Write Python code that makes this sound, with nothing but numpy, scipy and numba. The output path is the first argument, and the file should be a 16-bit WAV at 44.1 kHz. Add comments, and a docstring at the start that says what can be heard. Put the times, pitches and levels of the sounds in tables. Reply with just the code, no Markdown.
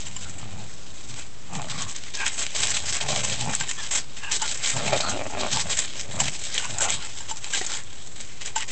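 """Small dogs wrestle on a lawn strewn with dry leaves, one to a few metres from the microphone.
Paws crush leaves: random cracks pass through bands, with single crunches and lone ticks on top.
Throats growl in uneven pulses and mouths huff noise, both through moving resonances.
Collar tags clink and jaws snap as damped modes; a faint wall echo and a quiet yard lie behind."""
import sys
import numpy as np
from scipy import signal
from scipy.fft import rfft, irfft
from scipy.io import wavfile
from scipy.ndimage import uniform_filter1d
from numba import njit

SR = 44100
rng = np.random.default_rng(int(sys.argv[2]) if len(sys.argv) > 2 else 0)


def bounce(signal):
    """Save signal as a 16-bit WAV file at the path given by the first command-line argument."""
    frames = np.transpose(np.atleast_2d(signal))
    limited = np.clip(frames, -1, 1)
    pcm = np.round(limited * 32767).astype(np.int16)
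    wavfile.write(sys.argv[1], SR, pcm)


def boost(x):
    """Linear amplitude factor 10**(x/20) for a level x in decibels (scalar or array-like)."""
    u = np.asarray(x, float) / 20
    return 10 ** u


N = 384111
T = np.arange(N) / SR


def level(x, db):
    """Scale to an rms level."""
    return x * boost(db) / np.sqrt(np.mean(x ** 2))


def columns(table):
    """Columns of a curve, after its first column of times, as values per sample."""
    s, *cols = np.transpose(table)
    return [np.interp(T, s, c) for c in cols]


def breaths(tables):
    """Several calls joined on one time line, and a gate that is open during each."""
    gate = sum((T > rows[0][0]) & (T < rows[-1][0]) for rows in tables)
    joined = sorted(sum(map(list, tables), []))
    return uniform_filter1d(1. * gate, size=600), columns(joined)


def colour(x, points):
    """Causal filter through (Hz, dB) points, built from the cepstrum of the log gain."""
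    hz, db = np.transpose(points)
    log_hz = np.log(np.linspace(1, SR / 2, 2049))
    cepstrum = irfft(np.log(boost(np.interp(log_hz, np.log(hz), db))))
    # folding the cepstrum forward in time gives minimum phase
    cepstrum[1:2048] *= 2
    cepstrum[2049:] = 0
    return signal.fftconvolve(x, irfft(np.exp(rfft(cepstrum))))[:N]


@njit
def band(x, hz, width):
    """State-variable band-pass with a moving centre, gain 1 at the centre."""
    y, b, l = np.empty(len(x)), 0., 0.
    for i in range(len(x)):
        g, k = np.tan(np.pi * hz[i] / SR), width / hz[i]
        v = (b + g * (x[i] - l)) / (1 + g * (g + k))
        b, l, y[i] = 2 * v - b, l + 2 * g * v, k * v
    return y


def resonance(x, hz, width_hz):
    """A resonance passed twice for dark flanks, at rms 1; the width is that of one pass."""
    hz = hz * np.ones(len(x))
    once = band(x, hz, 1. * width_hz)
    return level(band(once, hz, 1. 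* width_hz), 0)


def walk(rate):
    """Random levels held 1 / rate s and slewed twice; spread near 1."""
    k = int(SR / rate)
    held = np.repeat(rng.standard_normal(N // k + 1), k)
    return 1.3 * uniform_filter1d(uniform_filter1d(held, k), k)[:N]


def crackle(count, spread_db):
    """Dense one-sample cracks at rms 1; a few are far louder than the rest."""
    return level(rng.standard_normal(count) * boost(spread_db * rng.exponential(size=count)), 0)


def ring(events, modes):
    """Rows of (s, mode levels dB, mode Hz) strike damped modes with the given decay times."""
    out, t = np.zeros(N + 8192), np.arange(8192) / SR
    for s, db, hz in events:
        decay = np.exp(-np.log(1000) * t / modes[:, 2:])
        tone = boost(db)[:, None] * decay * np.sin(2 * np.pi * hz[:, None] * t)
        i = int(s * SR)
        out[i:i + 8192] += tone.sum(axis=0) * np.minimum(t / 0.0015, 1)  # 1.5 ms contact
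    return out[:N]


def stirring():
    """Gains of the rustle and its brittle top: scrapes set in fast, hold and die away over the stir."""
    # how busily the dogs stir the leaves between the scrapes: start_s, level_db
    stir_curve = [(0, -46.5), (1.2, -46.5), (1.4, -51.5), (1.65, -44), (2.5, -37.5), (2.8, -34),
                  (3.86, -36.5), (4.08, -48.5), (4.4, -36.5), (4.9, -36), (5.25, -39), (5.7, -33.5),
                  (6.08, -43.5), (6.5, -37), (7.7, -41), (7.86, -45.5), (8.32, -46.5), (8.71, -48)]
    # paws and bodies scraping through leaves: full_from_s, hold_s, level_db, brittle_edge_share_db
    scrapes = [(0.001, 0.047, -42, 5), (0.062, 0.02, -39, 6), (0.209, 0.035, -40, 3),
               (0.27, 0.023, -46, -4), (0.384, 0.035, -40.5, 0.5), (0.578, 0.034, -44.5, -1),
               (0.676, 0.078, -47.5, 8.5), (0.818, 0.074, -54, 3), (0.94, 0.06, -51.5, 5),
               (1.073, 0.036, -42, 3), (1.162, 0.06, -35.5, -3.5), (1.53, 0.046, -39, 1),
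               (1.699, 0.047, -32.5, -11), (1.78, 0.054, -31, -5.5), (1.882, 0.036, -37.5, 2),
               (1.95, 0.019, -33.5, -6), (2.066, 0.026, -38.5, 4), (2.139, 0.034, -31, 0),
               (2.191, 0.067, -30.5, -4), (2.259, 0.03, -27, 1), (2.316, 0.03, -33.5, 0),
               (2.381, 0.036, -29, 0), (2.409, 0.036, -28.5, 1.5), (2.551, 0.079, -28.5, 2),
               (2.625, 0.09, -27.5, 1), (2.741, 0.034, -26.5, -0.5), (2.859, 0.044, -29.5, 2),
               (2.926, 0.046, -28, -1), (3.005, 0.023, -26, 0), (3.089, 0.052, -27.5, 0.5),
               (3.162, 0.037, -27.5, -2.5), (3.238, 0.091, -29, 2.5), (3.323, 0.022, -33.5, 1),
               (3.387, 0.028, -34.5, 3.5), (3.495, 0.06, -31.5, 1.5), (3.6, 0.036, -32, 1),
               (3.677, 0.035, -33, 3), (3.778, 0.1, -36, 1), (3.911, 0.076, -25, 3),
               (4.167, 0.025, -36.5, 0.5), (4.229, 0.077, -42, -7), (4.313, 0.054, -24.5, 1.5),
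               (4.418, 0.03, -31.5, -2.5), (4.476, 0.043, -29.5, -2.5), (4.63, 0.056, -27, 5.5),
               (4.689, 0.028, -25, 4), (4.769, 0.13, -29, -13), (4.925, 0.056, -26, -6.5),
               (5.003, 0.024, -27.5, 1.5), (5.08, 0.033, -30, 3), (5.152, 0.025, -42, 0),
               (5.387, 0.16, -32, -8), (5.516, 0.044, -27, 4), (5.583, 0.032, -27.5, 1),
               (5.698, 0.034, -24, 0), (5.768, 0.032, -25.5, 1), (5.822, 0.023, -28.5, 1),
               (5.957, 0.072, -34, 0), (6.112, 0.051, -35.5, 1), (6.192, 0.082, -30, 1.5),
               (6.32, 0.043, -33.5, 3), (6.39, 0.036, -37, 0), (6.437, 0.045, -37.5, 3),
               (6.541, 0.11, -29, -1.5), (6.697, 0.068, -38, -0.5), (6.807, 0.046, -30, 5.5),
               (6.884, 0.057, -26, -3), (6.996, 0.11, -41, -7), (7.174, 0.053, -37, -2),
               (7.289, 0.026, -32, 0), (7.359, 0.022, -38.5, -2), (7.445, 0.064, -40, -2),
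               (7.527, 0.056, -26.5, -0.5), (7.603, 0.057, -33.5, -2), (7.647, 0.057, -31.5, -2.5),
               (7.719, 0.072, -31, 0), (8.159, 0.067, -37, -1.5), (8.409, 0.024, -37, -1),
               (8.45, 0.035, -33, 3), (8.557, 0.025, -32.5, 5.5), (8.601, 0.02, -31.5, 1),
               (8.68, 0.03, -34.5, -1.5)]
    attack_s, release_s = .005, 0.019  # linear rise before full level; time constant of the decay
    power = top = boost(columns(stir_curve)[0]) ** 2
    for s, length_s, db, brittle_db in scrapes:
        rise = np.clip((T - s) / attack_s + 1, 0, 1)
        fall = np.exp(-np.clip(T - s - length_s, 0, None) / release_s)
        scrape = (boost(db) * rise * fall) ** 2
        power, top = power + scrape, top + scrape * boost(2 * brittle_db)
    return np.sqrt(power), np.sqrt(top)


def leaves(stir, top):
    """Leaves crack in bunches, each size in its own drifting patches; brittle edges sound highest."""
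    # colour of the rustle: pitch_hz, level_db (per Hz)
    leaf_colour = [(150, -14), (500, -13.5), (1200, -11.5), (3000, -4), (4300, -7), (6000, -8.5),
                   (9000, -5.5)]
    brittle = top * boost(-0.1 + 1.5 * walk(18))  # the edges' share wanders, in dB
    bunches = boost(1.5 * walk(60) + 1.8 * walk(250))
    rustle = level(colour(crackle(N, spread_db=3.0) * bunches, leaf_colour), 0)
    out = 0
    for hz in 300 * 1.4 ** np.arange(11):
        gain = brittle if hz > 5500 else stir
        patches = boost(2.94 * walk(35))
        out = out + gain * patches * band(rustle, hz * (1 + 0.09 * walk(11)), 0.45 * hz)
    return boost(-3) * out


def ticks(top):
    """Lone brittle leaf edges break, more loudly where the brittle top of the scuffle is loud."""
    lone = (rng.random(N) < 90 / SR) * crackle(N, spread_db=3.5)  # 90 a second on average
    return top * boost(24.5) * band(lone, np.full(N, 8000.), 3500.)


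def crunches():
    """A stem snaps as the leaf crushes in a quick swell of cracks, coloured by its size."""
    # single crunches: start_s, relative_level_db, centre_hz
    crunch_events = [(0.0692, -25, 3050), (0.167, -22, 2860), (0.2946, -23, 6910), (1.551, -14.5, 2940),
                     (1.6838, -17, 1550), (1.8198, -14, 6690), (1.9606, -17, 6650), (2.15, -13, 4960),
                     (2.2814, -18, 2400), (2.388, -17, 7000), (2.429, -13, 3250), (2.5464, -20.5, 4900),
                     (2.6326, -1, 3160), (2.669, -10.5, 3150), (2.7666, -4, 2800), (2.9033, -19, 6540),
                     (2.9382, -16, 6800), (3.0103, -9, 3200), (3.0844, -12, 3030), (3.17, -13, 6830),
                     (3.233, -15, 2330), (3.496, -14, 2050), (3.5342, -5.5, 1716), (3.6112, -13, 1770),
                     (3.6915, -12.5, 6660), (3.9188, -16, 6960), (4.2334, -18, 1590), (4.3168, -14.5, 5800),
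                     (4.4184, -11.5, 6810), (4.4827, -16, 3920), (4.544, -17, 6480), (4.6219, -22, 4170),
                     (4.6585, -10, 4060), (4.7003, -12, 6980), (4.77, -16, 2360), (4.8768, -5, 2508),
                     (4.9332, -10, 2553), (4.9726, -12, 3620), (5.006, -6.5, 4180), (5.0627, -18, 3490),
                     (5.0948, -11.5, 6800), (5.528, -12.5, 6910), (5.5942, -8, 2280), (5.706, -13, 6900),
                     (5.7882, -12, 6990), (6.11, -24, 2740), (6.2003, -7, 2916), (6.2808, -7, 2570),
                     (6.3924, -21.5, 6990), (6.438, -22.5, 6810), (6.5415, -22, 2970), (6.5782, -1.5, 3010),
                     (6.7062, -14.5, 2810), (6.7828, -12, 7140), (6.8394, -9, 1570), (6.9218, -11, 2954),
                     (7.301, -24, 3080), (7.3697, -19, 6300), (7.535, -15, 1600), (7.6128, -18, 1920),
                     (7.664, -14, 6760), (7.7358, -17.5, 3030), (8.4587, -17, 6820), (8.5603, -11.5, 1570),
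                     (8.622, -10, 2050), (8.6797, -23, 6620)]
    crush_s = .003  # age of the crush at its height
    out, t = np.zeros(N + 4096), np.arange(4096) / SR
    for s, peak_db, hz in crunch_events:
        age = (t + 0.0014) / crush_s  # already under way at the start
        burst = crackle(count=4096, spread_db=3.0) * age * np.exp(1 - age)
        burst[20] += 3.5  # the stem
        burst = 0.64 * burst + 1.67 * band(burst, np.full(4096, 1. * hz), 0.29 * hz)
        i = int(s * SR)
        out[i:i + 4096] += boost(peak_db - 13) * burst
    return signal.sosfilt(signal.butter(2, 900, "high", fs=SR, output="sos"), out[:N])


def growls():
    """Folds hum unevenly in the chest; looser flaps slap in coarse pulses that ring throat and snout."""
    # one list a growl: time_s, chest_db, throat_db, vocal_fold_beat_hz, throat_hz, mouth_db
    growl_curves = [
        [(0.03, -50, -55, 86.9, 600, -58.5), (0.154, -49, -69, 88, 590, -70), (0.27, -46, -54, 79.63, 650, -43),
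         (0.336, -49, -61, 88.7, 710, -68), (0.406, -43, -47, 93.3, 649, -45),
         (0.492, -47, -54, 92.35, 637, -55), (0.588, -43, -50.5, 108.1, 712, -55),
         (0.7, -49, -62, 109, 580, -70)],
        [(1.02, -47, -69, 111, 627, -72), (1.066, -52, -69, 122.9, 611, -73), (1.09, -45, -70, 125, 605, -60),
         (1.104, -43, -70, 123.8, 601, -73), (1.118, -44, -59, 124, 570, -58),
         (1.152, -45, -65, 113.8, 621, -65), (1.17, -58, -70, 106.4, 691, -54),
         (1.2, -48, -59, 105.9, 691, -55)],
        [(1.47, -51, -67, 168, 684, -61), (1.518, -35, -40, 167.7, 755, -42),
         (1.596, -33, -35, 167.7, 770, -34), (1.626, -38.5, -40.5, 167.5, 756, -49),
         (1.718, -39, -51, 158.1, 640, -41), (1.778, -41, -46, 128, 791, -40),
         (1.88, -41.5, -61, 128, 612, -46), (1.93, -58, -60, 128.1, 677, -52)],
        [(2.55, -53, -49, 81.87, 611, -45), (2.608, -47, -60, 82.6, 740, -46), (2.64, -49, -47, 83.4, 719, -42),
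         (2.722, -47, -52, 82, 602, -51), (2.768, -51, -54, 82.1, 650, -45), (2.792, -52, -55, 81.9, 665, -53),
         (2.84, -41, -48, 82.23, 666, -51), (2.98, -53, -55, 82.3, 636, -48)],
        [(3.0, -43.5, -43, 132.3, 623, -55), (3.11, -32, -29, 138.1, 680, -34),
         (3.236, -39.5, -43, 112, 582, -47), (3.39, -41, -45.5, 120.8, 690, -50),
         (3.49, -30, -32, 143.5, 800, -43), (3.58, -49, -55, 126, 771, -53), (3.62, -36, -45, 130.6, 840, -44),
         (3.68, -53, -63, 117, 661, -54)],
        [(4.73, -46, -54, 147.9, 600, -47), (4.766, -28.5, -36, 144.2, 700, -38),
         (4.824, -35, -39, 121.3, 605, -36), (4.874, -31, -31, 130, 555, -39),
         (4.91, -35, -34.5, 129.8, 687, -37), (4.93, -33, -22.5, 129.8, 713, -27),
         (4.976, -31, -34, 156.5, 673, -39), (5.0, -44, -48, 159.8, 641, -48)],
        [(5.0, -39, -34, 160.1, 730, -46), (5.042, -36, -37.5, 162.8, 729, -28),
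         (5.144, -28.5, -33, 253.3, 675, -36.5), (5.248, -41, -41, 275.7, 641, -48),
         (5.284, -36, -40.5, 283.2, 622, -43), (5.372, -34, -33, 281, 640, -38),
         (5.448, -34, -29, 260.2, 663, -29), (5.5, -39, -43, 246.5, 634, -41)],
        [(5.51, -40, -44, 113.8, 621, -45), (5.536, -36, -45, 114.9, 742, -40), (5.57, -40, -41, 113, 860, -43),
         (5.604, -46, -44, 102, 856, -43), (5.64, -45, -63, 101.2, 680, -53), (5.66, -39, -40, 103.7, 680, -48),
         (5.712, -46, -50, 121, 600, -47), (5.75, -46, -54, 123.1, 676, -53)],
        [(6.02, -50, -56, 104.2, 535, -58), (6.126, -43, -48, 104.1, 628, -57),
         (6.158, -39, -42.5, 105.8, 646, -44), (6.214, -34, -33, 131.6, 753, -37),
         (6.244, -32, -40, 135.7, 673, -51), (6.29, -35, -46.5, 135.5, 524, -42),
         (6.306, -39, -62, 138.6, 543, -55), (6.34, -49, -49, 139.5, 699, -50)],
        [(6.64, -65, -47, 127.4, 745, -35), (6.658, -48, -59, 124.4, 731, -38),
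         (6.702, -42, -49, 109.3, 618, -55), (6.764, -43, -43, 103.1, 760, -46),
         (6.81, -50, -37.5, 95.3, 736, -34), (6.882, -44.5, -33, 94.2, 640, -35),
         (6.942, -43, -54, 103.3, 635, -46), (7.0, -45, -49, 99.95, 672, -44)],
    ]
    # cavities of the snout: centre_hz, width_hz, level_db
    snout_cavities = [(1810, 460, 0), (2500, 360, 2), (3660, 1300, -9.5)]
    flap_hz, pharynx_hz, mean_mouth_hz = 85, 440, 1174
    gate, (chest_db, throat_db, fold_hz, throat_hz, mouth_db) = breaths(growl_curves)

    def pulses(cycles):
        """One pulse a cycle, of uneven strength."""
        return level(np.diff(np.floor(cycles), prepend=0) * boost(3.2 * walk(100)), 0)

    folds = np.cumsum(fold_hz * (1 + .09 * walk(35) + .15 * walk(120))) / SR
    flaps = np.cumsum(flap_hz * (1 + .2 * walk(10) + .4 * walk(80))) / SR
    hum, slaps = pulses(folds), pulses(flaps)
    hum = level(hum / fold_hz ** 1.4, 0)  # faster beats are smaller
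    # a puff of air follows each slap
    air = level(rng.standard_normal(N) * np.exp(-(flaps % 1) / 0.4), -4)

    low = hum + 0.52 * slaps + air
    chest = resonance(low, fold_hz * (1 + .1 * walk(40)), width_hz=90)
    chest = chest + boost(-7.0) * resonance(low, 1.44 * fold_hz, width_hz=112)
    chest = chest + boost(-9.5) * resonance(slaps, flap_hz, width_hz=68)

    high = slaps + 0.35 * hum + air
    # the chewing jaw keeps reshaping the tract
    throat_hz = throat_hz * (1 + .08 * walk(30))
    mouth_hz = mean_mouth_hz * (1 + .1 * walk(14))
    mouth = boost(mouth_db - 3) * resonance(high, mouth_hz, width_hz=250)
    throat = resonance(high, throat_hz, width_hz=263)
    throat = throat + boost(-6.5) * resonance(low, pharynx_hz, width_hz=296)
    throat = boost(throat_db) * throat
    snout = sum(boost(db) * resonance(high, hz * (1 + 0.074 * walk(22)), width_hz)
                for hz, width_hz, db in snout_cavities)
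    snout = boost(throat_db - 9.5) * snout
    return gate * (boost(chest_db - 0.2) * chest + boost(1.0) * (throat + mouth) + snout)


def huffs():
    """Air forced through the open mouth, fluttering; it swells, holds, fades as the mouth closes."""
    # voiceless huffs: start_s, length_s, relative_level_db, mouth_hz, teeth_hz
    huff_events = [(2.169, 0.12, -23.5, 1590, 2450), (3.764, 0.12, -33, 1694, 3280),
                   (4.205, 0.13, -29.5, 1625, 2710), (4.385, 0.11, -31, 1440, 3000),
                   (4.998, 0.15, -27, 1260, 4220), (6.554, 0.16, -31.5, 1505, 2820),
                   (6.793, 0.13, -34, 1375, 2680), (6.995, 0.081, -36.5, 1375, 3200),
                   (8.586, .065, -33.5, 1930, 2900)]
    shape = ((0, -16), (.3, 0), (.65, -2), (1, -16))  # share of the length, level in dB
    sag = .05  # resonances sink from this share above their Hz to this share below
    curves = []
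    for s, length_s, peak_db, *hz in huff_events:
        curves.append([(s + part * length_s, peak_db + shape_db, *(np.array(hz) * (1 + sag * (1 - 2 * part))))
                       for part, shape_db in shape])
    gate, (db, mouth_hz, teeth_hz) = breaths(curves)
    air = rng.standard_normal(N) * boost(2.2 * walk(70))
    throat = resonance(air, 0.63 * mouth_hz, width_hz=520)
    mouth = boost(4.0) * resonance(air, mouth_hz, width_hz=117)
    teeth = boost(4) * resonance(air, teeth_hz, width_hz=450)
    return gate * boost(db - 12) * (throat + mouth + teeth)


def clinks():
    """Each knock rings the tag modes in its own balance; the lower ones shift with how the tag hangs."""
    # collar tags knocking: start_s, low_modes_db, second_mode_db, upper_modes_db, lower_modes_stretch (ratio)
    knocks = [(0.066, -55, -55, -38, 1.05), (0.163, -47.5, -43, -34.5, 1.12),
              (3.608, -38, -28, -29.5, 0.99), (3.689, -55, -34, -35, 1.13), (4.422, -31.5, -50, -31.5, .96),
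              (4.764, -36, -36, -32, 1.01), (5.568, -31.5, -38, -46, 1), (6.201, -32.5, -33, -23.5, 1.08),
              (6.808, -35, -23.5, -41, 0.97), (7.205, -45, -43, -39.5, 1.01), (7.311, -33, -42, -33, .97),
              (7.463, -49, -51, -41, 0.89), (7.535, -45, -23, -30, 1.01), (7.735, -44, -57, -39, 0.92),
              (8.561, -27, -25.5, -28.5, 0.97)]
    # modes of the tags: pitch_hz, level_db, t60_s
    modes = np.array([(916, 7, 0.074), (980, -6.5, 0.092), (1590, 0.5, 0.07), (2940, 6.5, 0.038),
                      (3160, -6, 0.051), (4840, -7.5, 0.08), (5480, -8, .05), (7330, 7, 0.039)])
    hz, db = modes[:, 0], modes[:, 1]
    low, mid = hz < 1200, (hz > 1200) & (hz < 2200)
    events = []
    for s, low_db, mid_db, high_db, stretch in knocks:
        balance_db = np.where(low, low_db, np.where(mid, mid_db, high_db))
        events.append((s, db + balance_db, hz * np.where(low | mid, stretch, 1)))
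    return ring(events, modes)


def snaps():
    """Jaws clap shut with a short hollow knock of three damped modes."""
    # jaws clapping shut: start_s, relative_level_db
    claps = [(7.571, -30), (7.612, -23)]
    # modes of the jaw: pitch_hz, level_db, t60_s
    modes = np.array([(390, 2, 0.027), (750, -4.5, 0.064), (1930, 1, 0.03)])
    return ring([(s, db + modes[:, 1], modes[:, 0]) for s, db in claps], modes)


def wall_echo(near):
    """The house wall returns the near sounds as a faint noise tail that falls 60 dB in 70 ms."""
    tail = rng.standard_normal(4096) * np.exp(-np.log(1000) * np.arange(4096) / SR / 0.07)
    return boost(-35.5) * signal.fftconvolve(near, tail)[:N]


def yard():
    """Distant rumble and air: coloured noise, swelling gently."""
    # colour of the yard: pitch_hz, level_db (per Hz, relative)
    yard_colour = [(25, -4.5), (60, 3), (110, 1), (250, -7), (600, -11.5), (1500, -16.5), (3500, -19),
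                   (6000, -21), (9000, -22)]
    return level(colour(rng.standard_normal(N), yard_colour) * boost(1.0 * walk(0.99)), -45)


def scene():
    """The dogs and their leaves close by, the wall's faint echo of them, and the yard."""
    stir, top = stirring()
    near = leaves(stir, top) + ticks(top) + crunches() + growls() + huffs() + clinks() + snaps()
    return (near + wall_echo(near) + yard())[None]


def roll_off(x):
    """The treble ends steeply here."""
    return signal.sosfilt(signal.butter(12, 9290, fs=SR, output="sos"), x)


def record(dry):
    """The microphone port rings in the treble, peaks round off, the top is cut, zero is offset."""
    port_hz, port_width_hz, port_db = 7350., 1700., -1.5
    ceiling, offset = .7, -.048  # full scale = 1; the converter sits off zero
    stop_hz, stop_db = 9427, 72.5  # start and depth of the steep treble cut
    port = dry[0] + boost(port_db) * band(dry[0], np.full(N, port_hz), port_width_hz)
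    rounded = ceiling * np.tanh(port / ceiling)
    cut = signal.sosfilt(signal.cheby2(14, stop_db, stop_hz, fs=SR, output="sos"), rounded)
    return roll_off(cut[None] + offset)


dry = scene()
out = record(dry)
bounce(out)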